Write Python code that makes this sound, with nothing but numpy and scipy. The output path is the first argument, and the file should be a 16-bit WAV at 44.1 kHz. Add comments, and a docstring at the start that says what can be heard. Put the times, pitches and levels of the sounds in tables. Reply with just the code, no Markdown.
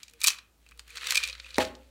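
"""Pills are shaken from a small plastic bottle into a palm, close by in a quiet room. Each strike
cracks, buzzes and rings the plastic; the air in the neck hoots faintly. The bottle is tipped
upright, so the rest slide and tumble back to its base. It is set down on a wooden table with a
thud that makes the pills jump. A low hum wavers underneath, over faint hiss."""
import sys
import numpy as np
from scipy import signal
from scipy.fft import rfft, irfft, next_fast_len
from scipy.io import wavfile
from scipy.ndimage import map_coordinates

SR = 44100
rng = np.random.default_rng(int(sys.argv[2]) if len(sys.argv) > 2 else 0)


def file_out(sig):
    """Save sig as 16-bit WAV at sys.argv[1]."""
    # one column per channel
    cols = np.atleast_2d(sig).T
    # limit, then scale
    lim = np.clip(cols, -1, 1)
    pcm = np.round(lim * 32767).astype(np.int16)
    wavfile.write(sys.argv[1], SR, pcm)


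N = 83790

# Room decay. Each row: frequency in Hz, T60 in seconds.
ROOM_DECAY = [(100, 0.65), (400, 0.44), (1500, 0.39), (4000, 0.24), (8000, 0.19), (15000, 0.18)]
# Room hiss spectrum. Each row: frequency in Hz, relative level in dB.
HISS_SPECTRUM = [(25, -22), (60, 8), (120, 1.5), (300, -2.5), (700, -8), (2000, -14.5), (6000, -15),
                 (15500, -19)]
# Low hum. Each row: time in seconds, frequency in Hz, level in dB.
HUM_TRACK = [(0.0, 64, -78), (0.12, 55.36, -71), (0.216, 56.7, -64.5), (0.492, 56.53, -71),
             (0.788, 56.57, -57.5), (1.09, 58.57, -64.5), (1.312, 58.65, -53.5), (1.544, 60.6, -58.5),
             (1.57, 62, -53), (1.9, 61.2, -59)]
# Neck air resonance, flatter near the palm. Each row: time in seconds, frequency in Hz, level in dB.
NECK_TRACK = [(0, 472.8, -94), (.11, 467.4, -87), (.15, 458.7, -66.5), (.22, 459.8, -79),
              (.5, 456.3, -98.5), (.85, 464, -76), (1.06, 495, -62), (1.14, 510.6, -57.5),
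              (1.25, 520, -64.5), (1.4, 533, -74), (1.56, 518.5, -64.5), (1.7, 535, -70)]
# The base lands on one edge, then flat. Each row: start in seconds, relative level in dB.
BASE_LANDINGS = [(1.5828, -18.5), (1.6060, -33)]
# Spectrum of the base's thump. Each row: frequency in Hz, relative level in dB.
THUMP_SPECTRUM = [(40, -21), (120, -12), (250, -1), (600, -2), (920, -3), (1300, -20.5), (1950, -12),
                  (2800, -23), (8000, -40)]
# Table top modes. Each row: frequency in Hz, relative level in dB, T60 in seconds.
TABLE_MODES = [(90, -17, .22), (112, -19, .2), (212, -15, .15), (249, -6, .21), (281, -9, .22),
               (366, -3, .18), (516, 0, .16), (616, -4, .14), (638, -1, .16), (834, 1, .15), (866, -4, .14),
               (959, -9, .15), (1084, -11, .18), (2180, -13, .12)]
# Pills sliding along the wall. Each row: time in seconds, level in dB.
SLIDE_LEVELS = [(0, -52), (.06, -66.5), (.12, -68.5), (.185, -70.5), (.22, -47), (.28, -39), (.33, -50),
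                (.42, -86), (.52, -108.5), (.62, -72), (.7, -71.5), (.85, -72.5), (.89, -55), (.93, -54.5),
                (.97, -44.5), (.995, -48), (1.06, -36.5), (1.12, -37), (1.18, -39.5), (1.29, -46.5),
                (1.36, -58), (1.42, -58), (1.49, -52.5), (1.57, -56), (1.61, -30.5), (1.67, -49),
                (1.74, -65.5), (1.9, -70.5)]
# Sliding spectrum. Each row: frequency in Hz, relative level in dB.
SLIDE_SPECTRUM = [(100, -31.5), (400, -19), (750, -21), (1250, -4), (1900, -0.5), (2450, 1), (3000, -0.5),
                  (4400, -1.5), (5100, -11), (7500, -10), (11000, -19), (15500, -24)]
# Pills striking the bottle and each other. Each row: start in seconds, relative level in dB,
# knock offset in dB, wall ring offset in dB, treble shelf in dB.
PILL_STRIKES = [(0.0319, -28.5, -8.5, -4, 3), (0.0818, -38.5, -5.5, -0.5, -4), (.1110, -51, -2, -4.5, 14.5),
                (0.1358, -44.5, 7, 5, 17), (0.2007, -51, -0.5, 0.5, 10), (0.205, -34, -6.5, -0.5, 18),
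                (.2160, -21, -11, 1, 8.5), (.2305, -32.5, 3, -1, 2), (.2363, -19, -1, -7.5, 21.5),
                (0.2412, -8.5, -8.5, 5.5, 22), (0.2465, -12.5, 5, -3, 8), (0.264, -13.5, -6, -2.5, 0),
                (0.2712, -5.5, -8.5, -21.5, 11.5), (0.2736, -16, -0.5, 3, 7), (0.2765, -7, -8, -10, 7),
                (0.2813, -9, 6, -13, 9.5), (0.2829, -6.5, -5, -2, 2.5), (0.29, -20.5, -2, -7.5, 1.5),
                (0.2981, -22.5, -2, -4.5, 2), (0.3036, -18.5, 4, 6, 2), (0.3457, -44.5, 21, -13.5, 9),
                (0.3864, -31, 6.5, -2.5, -11), (0.6641, -52, 13.5, 15.5, 9), (0.6892, -46, 2, 0.5, 5),
                (0.711, -47.5, 12, 7, 14), (0.7188, -54, 24.5, 20.5, 0), (0.7757, -48.5, 8, -6, 33.5),
                (.7940, -29, 3, -20, -3), (0.802, -53.5, 13, -7, 14), (.8790, -45, 6, -1, 25),
                (.9040, -40, 0.5, 12, 11), (.9580, -35.5, 10.5, -1, 4), (0.9713, -26.5, 5, -11, -11),
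                (.9770, -31, 8, -10, -7.5), (0.981, -31, 13, 5.5, -11), (1.0171, -43.5, 24.5, 4, -12.5),
                (1.031, -37, 19.5, 10, -3), (1.0420, -32, 5, -15, -2), (1.0703, -16.5, -3, -12, -5.5),
                (1.1, -23, 0, -9.5, 6), (1.1069, -10.5, -7.5, -16, -1), (1.1219, -15.5, 9.5, -2.5, 4.5),
                (1.147, -18.5, 0, 8, 3), (1.1552, -8.5, -2.5, 4, 0), (1.171, -13, -7, 10.5, 0.5),
                (1.1759, -11, -9, 7, 1), (1.2032, -32, 13.5, 8, -3), (1.2301, -23.5, -21, 10.5, -14),
                (1.2365, -16, -11.5, 7, -3), (1.2410, -21, -23, -12, -6), (1.2508, -24, -3.5, 3.5, -17),
                (1.2756, -25, -22, 6.5, 9), (1.2868, -25, -18, -3, -13), (1.2980, -25, -14, 5.5, -19),
                (1.3285, -28, -1, -2.5, -38), (1.3516, -35.5, 10.5, -6, -22), (1.3800, -46, 16, -3, -15),
                (1.3996, -27.5, 0, -9, -29), (1.4443, -37.5, -7, 12, -27), (1.464, -40, 10, 11.5, -33),
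                (1.5060, -36, -7, 4, -13), (1.5439, -28, -15, 0, -22), (1.556, -30, -9, 0, -27),
                (1.559, -28.5, -4, -16, -35), (1.5674, -38, 10, -8, 8), (1.583, -17.5, 2, -15, 2),
                (1.6063, -32.5, 25.5, -5, -20), (1.612, -32.5, 16, 11, -5), (1.6210, -34, 24.5, -13, -7),
                (1.632, -39, 2, -12, -7), (1.6499, -28.5, -5, -17, -3), (1.7520, -37.5, -9, -23, -11)]
# Contact spectrum. Each row: frequency in Hz, relative level in dB.
CLICK_SPECTRUM = [(100, -36), (400, -27.5), (800, -22), (2000, -7.5), (3800, 5.5), (6000, 1), (8200, -0.5),
                  (11000, -10), (15500, -15)]
# Hollow knock spectrum. Each row: frequency in Hz, relative level in dB.
KNOCK_SPECTRUM = [(100, -37), (400, -20.5), (750, -20.5), (1250, -1.5), (2000, -3.5), (3200, -5),
                  (8000, -42.5)]
# Main bottle wall modes. Each row: frequency in Hz, relative level in dB, T60 in seconds.
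WALL_MODES = [(2385, 0, .03), (2495, 0, .03), (2600, -6, .025)]
# Higher shell modes. Each row: frequency in Hz, relative level in dB.
SHELL_MODES = [(3050, -3), (3670, -16), (3990, 9), (4620, 8), (5510, 5), (6040, 2.5), (6720, 0.5),
               (7250, -8), (8200, -5.5), (9300, -6)]

HIT_TIME_S = np.arange(SR // 10) / SR
PILL_WET_DB, TABLE_WET_DB = -14, -12.5


def amp(db):
    """Decibels to gain."""
    return 10 ** (np.asarray(db) / 20)


def unit_rms(x):
    """Scale to rms 1."""
    return x / np.sqrt(np.mean(x ** 2) + 1e-20)


def unit_hit(x):
    """Scale to the energy of 5 ms at rms 1."""
    return x / np.sqrt(np.sum(x ** 2) / (SR * .005) + 1e-20)


def log_interp(points, hz):
    """Read (Hz, value) points on a log frequency axis."""
    knots_hz, values = np.transpose(points)
    return np.interp(np.log(hz + 1), np.log(knots_hz), values)


def curves(rows):
    """One value per sample for each column after the time."""
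    times_s, *columns = np.transpose(rows)
    return [np.interp(np.arange(N) / SR, times_s, column) for column in columns]


def wobble(knots_per_s):
    """Smooth random curve."""
    return map_coordinates(rng.standard_normal(N // 100), [np.arange(N) * knots_per_s / SR], mode="mirror")


def coloured(x, spectrum, treble_db=0):
    """Minimum-phase filter: the spectrum plus a treble shelf."""
    size = 2 * next_fast_len(len(x))
    hz = np.fft.rfftfreq(size, 1 / SR)
    db = log_interp(spectrum, hz) + log_interp([(4170, 0), (10400, treble_db)], hz)
    cepstrum = irfft(np.log(amp(db)))
    cepstrum[1:size // 2] *= 2
    cepstrum[size // 2 + 1:] = 0
    return irfft(rfft(x, size) * np.exp(rfft(cepstrum)))[:len(x)]


def decay(t60_s, t=HIT_TIME_S):
    """Exponential fall, 60 dB in t60_s."""
    return np.exp(-np.log(1000) * t / t60_s)


def ring(modes, t, scatter_db=0, detune=0, alternate_sign=-1):
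    """Damped modes with optional random level and pitch; every second one takes alternate_sign."""
    hz, db, t60_s = np.transpose(modes)[:, :, None]
    gain = amp(db + scatter_db * rng.standard_normal(hz.shape))
    gain[1::2] *= alternate_sign
    hz = hz * (1 + detune * rng.standard_normal(hz.shape))
    return np.sum(gain * decay(t60_s, t) * np.sin(2 * np.pi * hz * t), axis=0)


def impulses(envelope):
    """Random-sign samples under an envelope."""
    return envelope * rng.choice([-1, 1], len(envelope))


def noise_hit(envelope, spectrum, treble_db=0):
    """Coloured noise burst of normalised energy."""
    return unit_hit(coloured(impulses(envelope), spectrum, treble_db))


def add(track, start_s, x):
    """Mix x into the track, starting no earlier than time zero."""
    part = track[max(round(start_s * SR), 0):][:len(x)]
    part += x[:len(part)]


def in_room(x, wet_db, delay_s=.005):
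    """Direct sound plus a random room tail whose treble dies first."""
    hz, t, noise = signal.stft(rng.standard_normal(SR // 2), SR, nperseg=256)
    t60_s = log_interp(ROOM_DECAY, hz)[:, None]
    tail = signal.istft(noise * decay(t60_s, t), SR, nperseg=256)[1]
    response = np.r_[1, np.zeros(round(delay_s * SR)), amp(wet_db) * tail / np.linalg.norm(tail)]
    return signal.fftconvolve(x, response)


def room_hiss(level_db=-68.5):
    """Faint steady noise, strongest in the bass."""
    return amp(level_db) * unit_rms(coloured(rng.standard_normal(N), HISS_SPECTRUM))


def low_hum():
    """One low sine wavering in pitch and level."""
    hz, db = curves(HUM_TRACK)
    return amp(db) * unit_rms(np.sin(2 * np.pi * np.cumsum(hz) / SR))


def neck_air(width_hz=40):
    """The open bottle's air resonance, stirred by the pills: a narrow noise band."""
    hz, db = curves(NECK_TRACK)
    phase = 2 * np.pi * np.cumsum(hz) / SR
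    return amp(db) * unit_rms(wobble(width_hz) * np.sin(phase) + wobble(width_hz) * np.cos(phase))


def table_thud(thump_db=1.5, top_db=-3, attack_s=.0041):
    """The base thumps the table and sets its top ringing."""
    out, t = np.zeros(N), np.arange(SR // 2) / SR
    top = ring(TABLE_MODES, t, alternate_sign=1) * (1 - np.exp(-t / attack_s))
    for start_s, db in BASE_LANDINGS:
        thump = noise_hit(decay(t60_s=.013), THUMP_SPECTRUM)
        add(out, start_s, amp(db + thump_db) * thump)
        add(out, start_s, amp(db + top_db) * top)
    return in_room(out, TABLE_WET_DB)[:N]


def pill_slide(contacts_per_s=1200, scatter_db=3):
    """Many tiny contacts as the heap shifts along the wall."""
    level_db, = curves(SLIDE_LEVELS)
    onsets = rng.random(N) < contacts_per_s / SR
    contacts = onsets * amp(scatter_db * np.clip(rng.standard_normal(N), -2, 2))
    power = signal.fftconvolve(contacts ** 2, decay(t60_s=.009) ** 2)[:N]
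    rustle = coloured(impulses(np.sqrt(np.abs(power))), SLIDE_SPECTRUM)
    return in_room(amp(level_db) * unit_rms(rustle), PILL_WET_DB)[:N]


def bottle_ring(wall_db, shell_db=-3, wall_attack_s=.001, shell_t60_s=.018):
    """Wall and shell modes of the plastic; each struck spot rings differently."""
    attack = 1 - np.exp(-HIT_TIME_S / wall_attack_s)
    wall = attack * ring(WALL_MODES, HIT_TIME_S, scatter_db=4.5, detune=.02)
    shell_modes = [(hz, db, shell_t60_s) for hz, db in SHELL_MODES]
    shell = ring(shell_modes, HIT_TIME_S, scatter_db=.5, detune=.023)
    return amp(wall_db) * unit_hit(wall) + amp(shell_db) * unit_hit(shell)


def pill_clicks(trim_db=-13.5, scrape_rise_s=.0033, low_cut_hz=280):
    """Each pill scrapes, cracks on contact, buzzes on the wall, knocks hollowly and rings the bottle."""
    out = np.zeros(N)
    swell = np.exp(-HIT_TIME_S / scrape_rise_s)[::-1]
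    for start_s, db, knock_db, wall_db, treble_db in PILL_STRIKES:
        scrape = amp(-13) * noise_hit(swell, CLICK_SPECTRUM, treble_db)
        crack = noise_hit(decay(t60_s=.0074), CLICK_SPECTRUM, treble_db)
        buzz = amp(-4.5) * noise_hit(decay(t60_s=.033), CLICK_SPECTRUM, treble_db)
        knock = amp(knock_db - 10) * noise_hit(decay(t60_s=.017), KNOCK_SPECTRUM)
        plastic = bottle_ring(wall_db - 5)
        gain = amp(db + trim_db)
        add(out, start_s - HIT_TIME_S[-1], gain * scrape)
        add(out, start_s, in_room(gain * (crack + buzz + knock + plastic), PILL_WET_DB))
    # The clicks carry almost no bass.
    return signal.sosfilt(signal.butter(2, low_cut_hz, "highpass", fs=SR, output="sos"), out)


def scene():
    """Mono sum of all sources."""
    return (pill_clicks() + pill_slide() + neck_air() + table_thud() + low_hum() + room_hiss())[None]


def record(dry):
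    """Band limit: a linear taper to silence at top_hz."""
    top_hz, taper_hz = 16100, 400
    size = next_fast_len(N + SR // 2)
    passband = np.clip((top_hz - np.fft.rfftfreq(size, 1 / SR)) / taper_hz, 0, 1)
    return irfft(rfft(dry, size) * passband, size)[..., :N]


dry = scene()
out = record(dry)
file_out(out)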